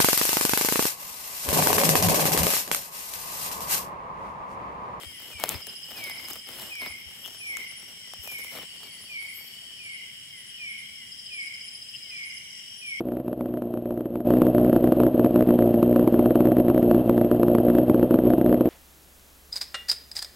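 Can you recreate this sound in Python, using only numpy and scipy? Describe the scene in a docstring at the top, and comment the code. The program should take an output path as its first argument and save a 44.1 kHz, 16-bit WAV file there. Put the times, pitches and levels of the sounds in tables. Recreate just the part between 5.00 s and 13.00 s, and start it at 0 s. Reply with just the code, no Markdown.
"""A forest at night: frogs whistle falling notes, a katydid buzzes in pairs and crickets trill all through.
At first a walker brushes through the undergrowth: rubbed noise and grains, ringing twigs, low recorder jolts.
A near cricket chirps early and again late; a short frog croak, pulses into a throat, comes with each half.
Leaves squeak as thin gliding tones, once during the walk and again as the walker comes to rest.
Pulsed crowds of distant singers and coloured noise lie behind."""
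import sys
import numpy as np
from scipy import signal
from scipy.io import wavfile
from scipy.ndimage import uniform_filter1d

SR = 44100
rng = np.random.default_rng(int(sys.argv[2]) if len(sys.argv) > 2 else 0)


def gain_from_db(level_db):
    """Convert decibel levels to linear amplitude factors (20 dB per decade)."""
    decades = np.asarray(level_db, float) / 20
    return 10 ** decades


def transcribe(u):
    """Save the signal u as a 16-bit wav file named by the first command-line argument.

    u: samples, shape (n,) or (channels, n), limited to [-1, 1]; the rate is SR.
    q: integer samples, one column per channel.
    """
    v = np.clip(np.atleast_2d(u).T, -1, 1)
    q = np.round(v * 32767).astype(np.int16)
    wavfile.write(sys.argv[1], SR, q)


N = 352800


def rms_one(x):
    """Scales a sound to an rms of 1."""
    return x / np.sqrt(np.mean(x ** 2) + 1e-20)


def in_time(rows):
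    """Draws each column of a (t/s, ...) table as a line over the whole scene."""
    s, *columns = np.transpose(rows)
    return [np.interp(np.arange(N) / SR, s, c) for c in columns]


def at_hz(points, hz):
    """Reads a (f/Hz, value) curve on a logarithmic frequency axis."""
    f, value = np.transpose(points)
    return np.interp(np.log(hz), np.log(f), value)


def drift(rate_hz):
    """Random wander of rms 1: noise through two equal low-pass poles, made at every 40th sample."""
    pole = np.exp(-80 * np.pi * rate_hz / SR)
    noise = rng.standard_normal(N // 40 + 2002)
    slow = signal.lfilter([1], [1, -2 * pole, pole * pole], noise)[2000:]   # without the filter's start
    return np.interp(np.arange(N) / 40, np.arange(len(slow)), rms_one(slow))


def ring(clicks, hz, t60):
    """Two-pole resonator: a unit click starts a sine of height 1 that fades 60 dB in t60 seconds."""
    r = gain_from_db(-60 / (t60 * SR))
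    w = 2 * np.pi * hz / SR
    return signal.lfilter([0, np.sin(w)], [1, -2 * r * np.cos(w), r * r], clicks + 1e-18)


def add(out, s, sound):
    """Mixes a short sound in at s seconds."""
    at = round(s * SR)
    out[..., at:at + sound.shape[-1]] += sound[..., :N - at]


def coloured(spectrum, source, alike, patchy_db):
    """Third-octave bands of mid and side noise, each with its own level, flicker and likeness; rms 1."""
    out = 0
    edges = 36 * 2 ** (np.arange(28) / 3)
    for k, (low, high) in enumerate(zip(edges, edges[1:])):
        band = signal.butter(2, [low, high], "band", fs=SR, output="sos")
        mid, side = signal.sosfilt(band, source[k % 2])   # neighbouring bands use different noise
        hz = np.sqrt(low * high)
        c = np.clip(alike(hz), -1, 1)   # left-right correlation
        gain = gain_from_db(at_hz(spectrum, hz) + patchy_db * drift(4.7))
        out = out + gain * (np.sqrt(1 + c) * mid + np.sqrt(1 - c) * side * [[1], [-1]])
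    return rms_one(out)


def forest(x, build_s=.002):
    """Trunks and leaves scatter the sound into a diffuse tail, another one at each ear; energy 1."""
    t60_s = 0.77
    t = np.arange(SR) / SR
    tail = rng.standard_normal((2, SR)) * gain_from_db(-60 * t / t60_s) * (t > .006)
    tail = tail * (1 - np.exp(-t / build_s))
    return signal.fftconvolve(x[None], tail / np.sqrt(np.sum(tail ** 2) / 2), axes=1)[:, :N]


def frog_whistles():
    """A near-sine that falls fast at first, swells and stops; a farther, lower frog answers."""
    # near whistles: t/s, level/dB ahead of the swell
    whistle_rows = [(.305, -34), (.945, -30), (1.698, -27), (2.39, -26.5), (3.256, -27.5), (4.075, -27),
                    (4.783, -29), (5.578, -28), (6.298, -28.5), (7.098, -27), (7.81, -25.5)]
    # answers of the farther frog: t/s
    answer_times = [.02, 1.4, 2.92, 3.828, 5.246, 5.894, 6.988, 7.408]
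    # the walker turns, the near frog moves left: t/s, lead of the left ear/ms
    turn_lead = [(0, 0.0089), (3.3, 0.28)]
    near_hz, far_hz = 2600, 2460   # first pitch of each caller
    answer_db, answer_lead_ms = -44.5, 0.068
    length_s, fall, swell_db = 0.2, .24, 13   # fall: share of the pitch lost
    out = np.zeros((2, N))
    u = np.arange(round(length_s * SR)) / SR / length_s   # 0 to 1 along the whistle
    swell = gain_from_db(swell_db * (u - 1)) * np.clip(u / 0.13, 0, 1) * np.clip((1 - u) / 0.51, 0, 1)
    calls = [(s, db, np.interp(s, *np.transpose(turn_lead)), near_hz) for s, db in whistle_rows]
    calls += [(s, answer_db, answer_lead_ms, far_hz) for s in answer_times]
    for s, db, lead_ms, hz in calls:
        pitch = hz * (1 - fall * u ** .75)
        lead = pitch * lead_ms / 1000 * np.array([[1], [0]])   # in cycles
        phase = 2 * np.pi * (np.cumsum(pitch) / SR + lead)
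        add(out, s, gain_from_db(db) * swell * np.sin(phase))
    out = out * gain_from_db(2.5 * drift(25))   # the voice is unsteady
    return out + gain_from_db(-1.2) * forest(out[0], build_s=.05)   # echoes from farther trunks arrive later


def frog_croaks():
    """A few uneven pulses excite a throat, a narrow band-pass; heard mostly at the left."""
    # t/s, peak at the left/dB, throat f/Hz
    croak_rows = [(2.228, -25, 3250), (6.924, -26, 3100)]
    out = np.zeros((2, N))
    for s, db, hz in croak_rows:
        pulses = np.zeros(SR // 5)
        at = np.cumsum(rng.uniform(.0038, .0065, size=9)) * SR
        pulses[at.astype(int)] = np.hanning(11)[1:-1]   # the pulses grow, then shrink
        throat = signal.butter(4, [hz * .87, hz * 1.04], "band", fs=SR, output="sos")
        croak = signal.sosfilt(throat, pulses)
        croak *= gain_from_db(db) / np.abs(croak).max()
        add(out, s, np.array([croak, .3 * croak]))
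    return out


def near_cricket():
    """Each chirp is one short tone whose pitch arches; the chirps of a run speed up a little."""
    # runs: first chirp t/s, number of chirps
    run_rows = [(.546, 20), (6.1165, 19)]
    # as heard by the turning walker, ahead of the echo: t/s, mean level of both ears/dB, left minus right/dB
    heard_rows = [(.5, -38.5, -9), (.83, -37.5, -8), (.92, -44, -2), (.99, -36.5, 0), (1.3, -37.5, -8),
                  (1.62, -46.5, -1), (1.9, -36.5, -8), (6.1, -36.5, 4), (7.1, -36, -0.5), (7.4, -46, -22)]
    chirp_s, top_hz, arch_hz = .017, 5083, 160   # arch: rough drop at both ends
    gap_s, hurry_s = .0704, .00005
    near = np.zeros(N)
    t = np.arange(round(chirp_s * SR)) / SR
    shape = np.clip(t / 0.004, 0, 1) * np.clip((chirp_s - t) / 0.0014, 0, 1)
    arch = 2 * np.pi * np.cumsum(top_hz - arch_hz * (2 * t / chirp_s - .9) ** 2) / SR
    for first, count in run_rows:
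        for k in range(count):
            add(near, first + k * gap_s - k * k * hurry_s, shape * np.sin(arch))
    db, side_db = in_time(heard_rows)
    near, side = near * gain_from_db(db), gain_from_db(side_db / 2)
    return np.array([near * side, near / side]) + gain_from_db(-4.5) * forest(near)


def far_crickets():
    """Each wing stroke is a short rising tone; strokes repeat evenly while a bout lasts."""
    # wing f/Hz, strokes per s, bouts [(start t/s, end t/s, level/dB ahead of panning and echo)]
    trill_rows = [(5606, 46.5, [(.3, 2.2, -52), (2.1, 3.65, -48), (5.3, 7.35, -51), (7.25, 8.2, -45)]),
                  (5334, 46.3, [(-.2, 3.9, -52), (6.3, 8.2, -51)]), (5480, 46.8, [(2.9, 5.5, -52.5)]),
                  (4520, 14.2, [(3.55, 4.66, -47.5)]), (4570, 60, [(4.25, 5.1, -57)]),
                  (6290, 60, [(7.03, 7.66, -55)])]
    t, far = np.arange(N) / SR, np.zeros(N)
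    for (hz, per_s, bouts), start_phase in zip(trill_rows, rng.random(len(trill_rows))):
        stroke = (per_s * (t - bouts[0][0])) % 1   # 0 to 1 from stroke to stroke
        gate = np.sin(np.pi * np.clip(stroke / min(.6, .026 * per_s), 0, 1))
        bout = 0
        for start, end, db in bouts:
            bout = bout + np.clip(np.minimum(t - start, end - t) / 0.15, 0, 1) * gain_from_db(db)
        bout = bout * gain_from_db(0.98 * drift(12.0))
        rise = 5000 * (stroke / per_s - .009) ** 2   # in cycles: the pitch climbs 10 Hz per ms
        far += bout * gate * np.sin(2 * np.pi * (hz * t + rise + start_phase) + .9 * drift(6))
    return np.array([1.5 * far, -.3 * far]) + gain_from_db(1) * forest(far)


def katydid():
    """A file is drawn over a scraper twice: rough noise around a wing resonance that rises in each stroke."""
    # first buzz of each pair: t/s
    buzz_times = [0.0508, 0.662, 1.0303, 1.79, 2.378, 2.6738, 3.3137, 3.919, 4.194, 4.828, 5.3725, 5.685,
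                  6.333, 6.639, 7.248, 7.7715]
    # as heard by the turning walker: t/s, level/dB ahead of roughness and panning
    heard_rows = [(0, -42), (2.4, -36), (4.3, -39), (5.4, -40.5), (8, -37)]
    pair_gap_s = .088
    out, t = np.zeros(N), np.arange(round(0.069 * SR)) / SR
    shape = np.clip(t / 0.0058, 0, 1) * np.clip((.058 - t) / 0.017, 0, 1)
    rise = 2 * np.pi * np.cumsum(10050 - 600 * np.exp(-t / 0.0141)) / SR
    rough = signal.butter(4, 600, fs=SR, output="sos")
    for s, noise in zip(buzz_times, rng.standard_normal((len(buzz_times), 2, 2, len(t)))):
        gain = gain_from_db(np.interp(s, *np.transpose(heard_rows)))
        for lag, (a, b) in zip((0, pair_gap_s), signal.sosfilt(rough, noise)):
            add(out, s + lag, gain * shape * ((0.24 + a) * np.sin(rise) + b * np.cos(rise)))
    return (out + gain_from_db(-9) * forest(out)) * gain_from_db([[1], [-1]])


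def snaps():
    """Twigs and dry stems: a bright crack of a millisecond or two, with the dull ring of the stem."""
    # t/s, body level/dB, body f/Hz, crack level/dB; levels ahead of modes, filter and panning
    snap_rows = [(0.3292, -41, 1530, -35), (0.398, -34.5, 810, -23.5), (0.437, -14.5, 638, -10),
                 (0.448, -29, 544, -40), (0.4905, -34, 860, -9.5), (0.518, -32, 596, -25),
                 (0.668, -43, 1790, -25), (1.039, -45, 544, -22.5), (1.097, -34.5, 805, -25),
                 (1.284, -38, 870, -24), (1.332, -42, 713, -23), (1.753, -39, 1660, -29),
                 (2.259, -41, 1190, -28), (2.569, -29.5, 1290, -23), (3.135, -33, 720, -29),
                 (3.274, -34.5, 620, -27), (3.36, -48, 910, -36), (3.551, -38, 519, -39),
                 (3.831, -40.5, 1080, -33)]
    # stem modes: multiple of body f, level/dB, cycles to fade 60 dB
    stem_modes = [(1, 2.5, 7.5), (1.7, 5, 3.5), (2.9, -6, 20), (4.6, -5, 20)]
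    out, t = np.zeros((2, N)), np.arange(round(0.054 * SR)) / SR
    click = 1. * (t == 0)
    bright = signal.butter(1, 6000, "high", fs=SR, output="sos")
    fall = np.exp(-t / .0005) + .1 * np.exp(-t / .005)
    for (s, body_db, hz, crack_db), noise in zip(snap_rows, rng.standard_normal((len(snap_rows), 3, len(t)))):
        body = 0
        for n, (k, db, cycles) in enumerate(stem_modes):
            body = body + (-1) ** n * gain_from_db(db) * ring(click, k * hz, cycles / (k * hz))
        burst = (noise[0] + .5 * noise[1:]) * fall   # one noise at both ears, another at each
        crack = signal.sosfilt(bright, burst) * gain_from_db(crack_db)
        add(out, s + 0.001206, (gain_from_db(body_db) * body + crack) * gain_from_db([[2.2], [-2.2]]))
    return out


def brushing():
    """Leaves and stems slide past in strokes: noise mixed with dense uneven grains."""
    # strokes: t/s, length/s, low rustle level/dB, leaf swish level/dB; ahead of flutter, blades and panning
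    stroke_rows = [(0, 0.06, -46, -54), (0.184, 0.21, -51.5, -54.5), (0.374, 0.25, -40.5, -47.5),
                   (0.665, 0.086, -49.5, -64), (0.877, 0.41, -46.5, -49.5), (1.196, 0.23, -50, -48),
                   (1.461, 0.28, -46, -46), (1.793, 0.15, -45.5, -56), (2.186, 0.22, -57, -55.5),
                   (2.518, 0.15, -53, -54), (3.185, 0.46, -60.5, -50.5), (3.51, 0.15, -45, -55),
                   (3.792, 0.11, -54.5, -58)]
    # faint rustle until the walker stands still: t/s, level/dB
    settling_rows = [(2, -59), (4.6, -63.5), (5.2, -74.5)]
    # colour of the low rustle: f/Hz, relative level per Hz/dB
    rustle_colour = [(100, 5), (600, 6), (1500, 1.5), (4000, 3), (9000, -76)]
    # colour of the leaf swish: f/Hz, relative level per Hz/dB
    swish_colour = [(2000, -75), (7000, 3), (10300, -0.5), (13000, 1), (16400, 0.5)]
    # stiff blades hiss most in this band: low f/Hz, high f/Hz
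    blade_band = [11700, 12670]
    low, high = np.zeros((2, N))
    for s, length, low_db, high_db in stroke_rows:
        stroke = np.sin(np.pi * np.linspace(0, 1, round(length * SR)) ** .8)
        add(low, s, gain_from_db(low_db) * stroke)
        add(high, s, gain_from_db(high_db) * stroke)
    between = gain_from_db(in_time(settling_rows)[0])
    flutter = gain_from_db(2.5 * drift(25))   # contact pressure changes all bands together
    sizes = gain_from_db(5.5 * np.minimum(rng.exponential(1, (2, 2, N)), 5)) * rng.choice([-1, 1], (2, 2, N))
    grains = rms_one(sizes * (rng.random(N) < 400 * flutter / SR))   # about 400 per s
    hiss = rng.standard_normal((2, 2, N))
    grainy, smooth = flutter * (.8 * grains + hiss), flutter * (.55 * grains + hiss)
    rustle = (low + between) * coloured(rustle_colour, grainy, lambda hz: .7, patchy_db=1)
    swish = (high + between) * coloured(swish_colour, smooth[::-1], lambda hz: .6, patchy_db=2)
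    blades = signal.sosfilt(signal.butter(1, blade_band, "band", fs=SR, output="sos"), swish)
    return (rustle + swish + 1.5 * blades) * gain_from_db([[1.7], [-1.7]])


def jolts():
    """The grip knocks the left port of the recorder: a couple of low cycles."""
    # t/s, level/dB ahead of the envelope
    jolt_rows = [(0.06, -28.5), (0.347, -29), (0.544, -20), (1.894, -32.5), (2.059, -32.5), (3.188, -30)]
    out, t = np.zeros((2, N)), np.arange(round(.09 * SR)) / SR
    knock = np.sin(2 * np.pi * 78 * t) * (t / 0.023) * np.exp(1 - t / 0.0081)
    for s, db in jolt_rows:
        add(out, s, gain_from_db(db) * knock * [[1], [.08]])
    return out


def squeaks():
    """A waxy blade slips along another at the left: thin wavering tones that follow the pressure."""
    # level/dB ahead of wavering and panning, glide [(t/s, f/Hz)]
    squeak_rows = [(-54, [(2.18, 13100), (2.215, 11900), (2.245, 12900), (2.275, 11700)]),
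                   (-44.5, [(4.335, 12000), (4.375, 12500), (4.43, 13500)]), (-55, [(4.385, 11400),
                   (4.43, 12300), (4.5, 11800)]), (-56, [(4.395, 14100), (4.435, 14700), (4.56, 11800)])]
    left_db, edge_s = 10.5, .015   # left minus right; fade at both ends
    out = np.zeros(N)
    for db, glide in squeak_rows:
        s, hz = np.transpose(glide)
        t = np.arange(s[0], s[-1], 1 / SR)
        pitch = uniform_filter1d(np.interp(t, s, hz), size=600) + 60 * drift(40)[:len(t)]
        fade = np.clip(np.minimum(t - s[0], s[-1] - t) / edge_s, 0, 1)
        add(out, s[0], gain_from_db(db) * fade * np.sin(2 * np.pi * np.cumsum(pitch) / SR))
    return out * gain_from_db(3.3 * drift(50)) * gain_from_db([[left_db / 2], [-left_db / 2]])


def chorus(first_hz, last_hz, per_s, db):
    """A crowd all round: fast even pulses ring, each singer with its own pitch, rate and direction."""
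    out = np.zeros((2, N))
    for hz, (b, c) in zip(np.linspace(first_hz, last_hz, num=16), rng.standard_normal((16, 2))):
        cycles = np.cumsum(per_s * (1 + .008 * b + .03 * drift(9))) / SR
        pulses = np.diff(np.floor(cycles), prepend=0) * gain_from_db(3.4 * drift(2.7) + 5.4 * drift(60))
        place = (2 * hz - first_hz - last_hz) / (last_hz - first_hz)   # -1 to 1 across the range
        pulses *= gain_from_db(-5 * (place + 0.24) ** 2)   # the singers near mid-range are loudest
        voice = ring(ring(pulses, hz, .02), hz, .02)
        out += [voice, 0.47 * np.roll(voice, round(7 + 3 * c))]   # the right ear hears it later, as a rule
    return gain_from_db(db) * rms_one(out + gain_from_db(-1.0) * forest(out[0]))


def crowds():
    """Several crowds of distant singers, each in its own pitch range, sound together."""
    # first singer f/Hz, last singer f/Hz, pulses per s, rms level/dB
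    crowd_rows = [(2842, 3330, 117.0, -46), (4833, 5640, 47.0, -55), (10030, 9700, 120, -60)]
    return sum(chorus(*row) for row in crowd_rows)


def night_air():
    """Distant insects and night air: steady noise, coloured and spread band by band."""
    # f/Hz, relative level per Hz/dB
    air_colour = [(40, -56), (80, 0), (200, 0.5), (350, -9.5), (1300, -15.5), (2100, 1.5), (4100, -5),
                  (5000, 1), (6300, -17), (7200, -14), (8600, 1), (10300, -11), (11000, -18),
                  (16000, -15.5)]
    # f/Hz, left-right likeness (correlation, -1 to 1)
    likeness = [(60, 0.8), (200, 0.6), (2500, -0.086), (5500, -0.33), (7500, 0.9)]
    noise = rng.standard_normal((2, 2, N))
    air = coloured(air_colour, noise, lambda hz: at_hz(likeness, hz), patchy_db=1.3)
    return gain_from_db(-50) * air * gain_from_db([[.8], [-.8]])


def scene():
    """All singers, the walker and the night air."""
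    frogs = frog_whistles() + frog_croaks()
    insects = near_cricket() + far_crickets() + katydid()
    walker = snaps() + brushing() + jolts() + squeaks()
    return frogs + insects + walker + crowds() + night_air()


def band_limit(x):
    """A steep low-pass at the top of the band."""
    return signal.sosfilt(signal.butter(12, 17000, fs=SR, output="sos"), x)


def record(dry):
    """Small microphones lose the bass, and a steep filter cuts the top."""
    bass_cut = signal.butter(2, 55, "high", fs=SR, output="sos")
    top_cut = signal.cheby2(20, 50, 16000, fs=SR, output="sos")
    mix = signal.sosfilt(top_cut, signal.sosfilt(bass_cut, dry))
    return band_limit(mix)


dry = scene()
out = record(dry)
transcribe(out)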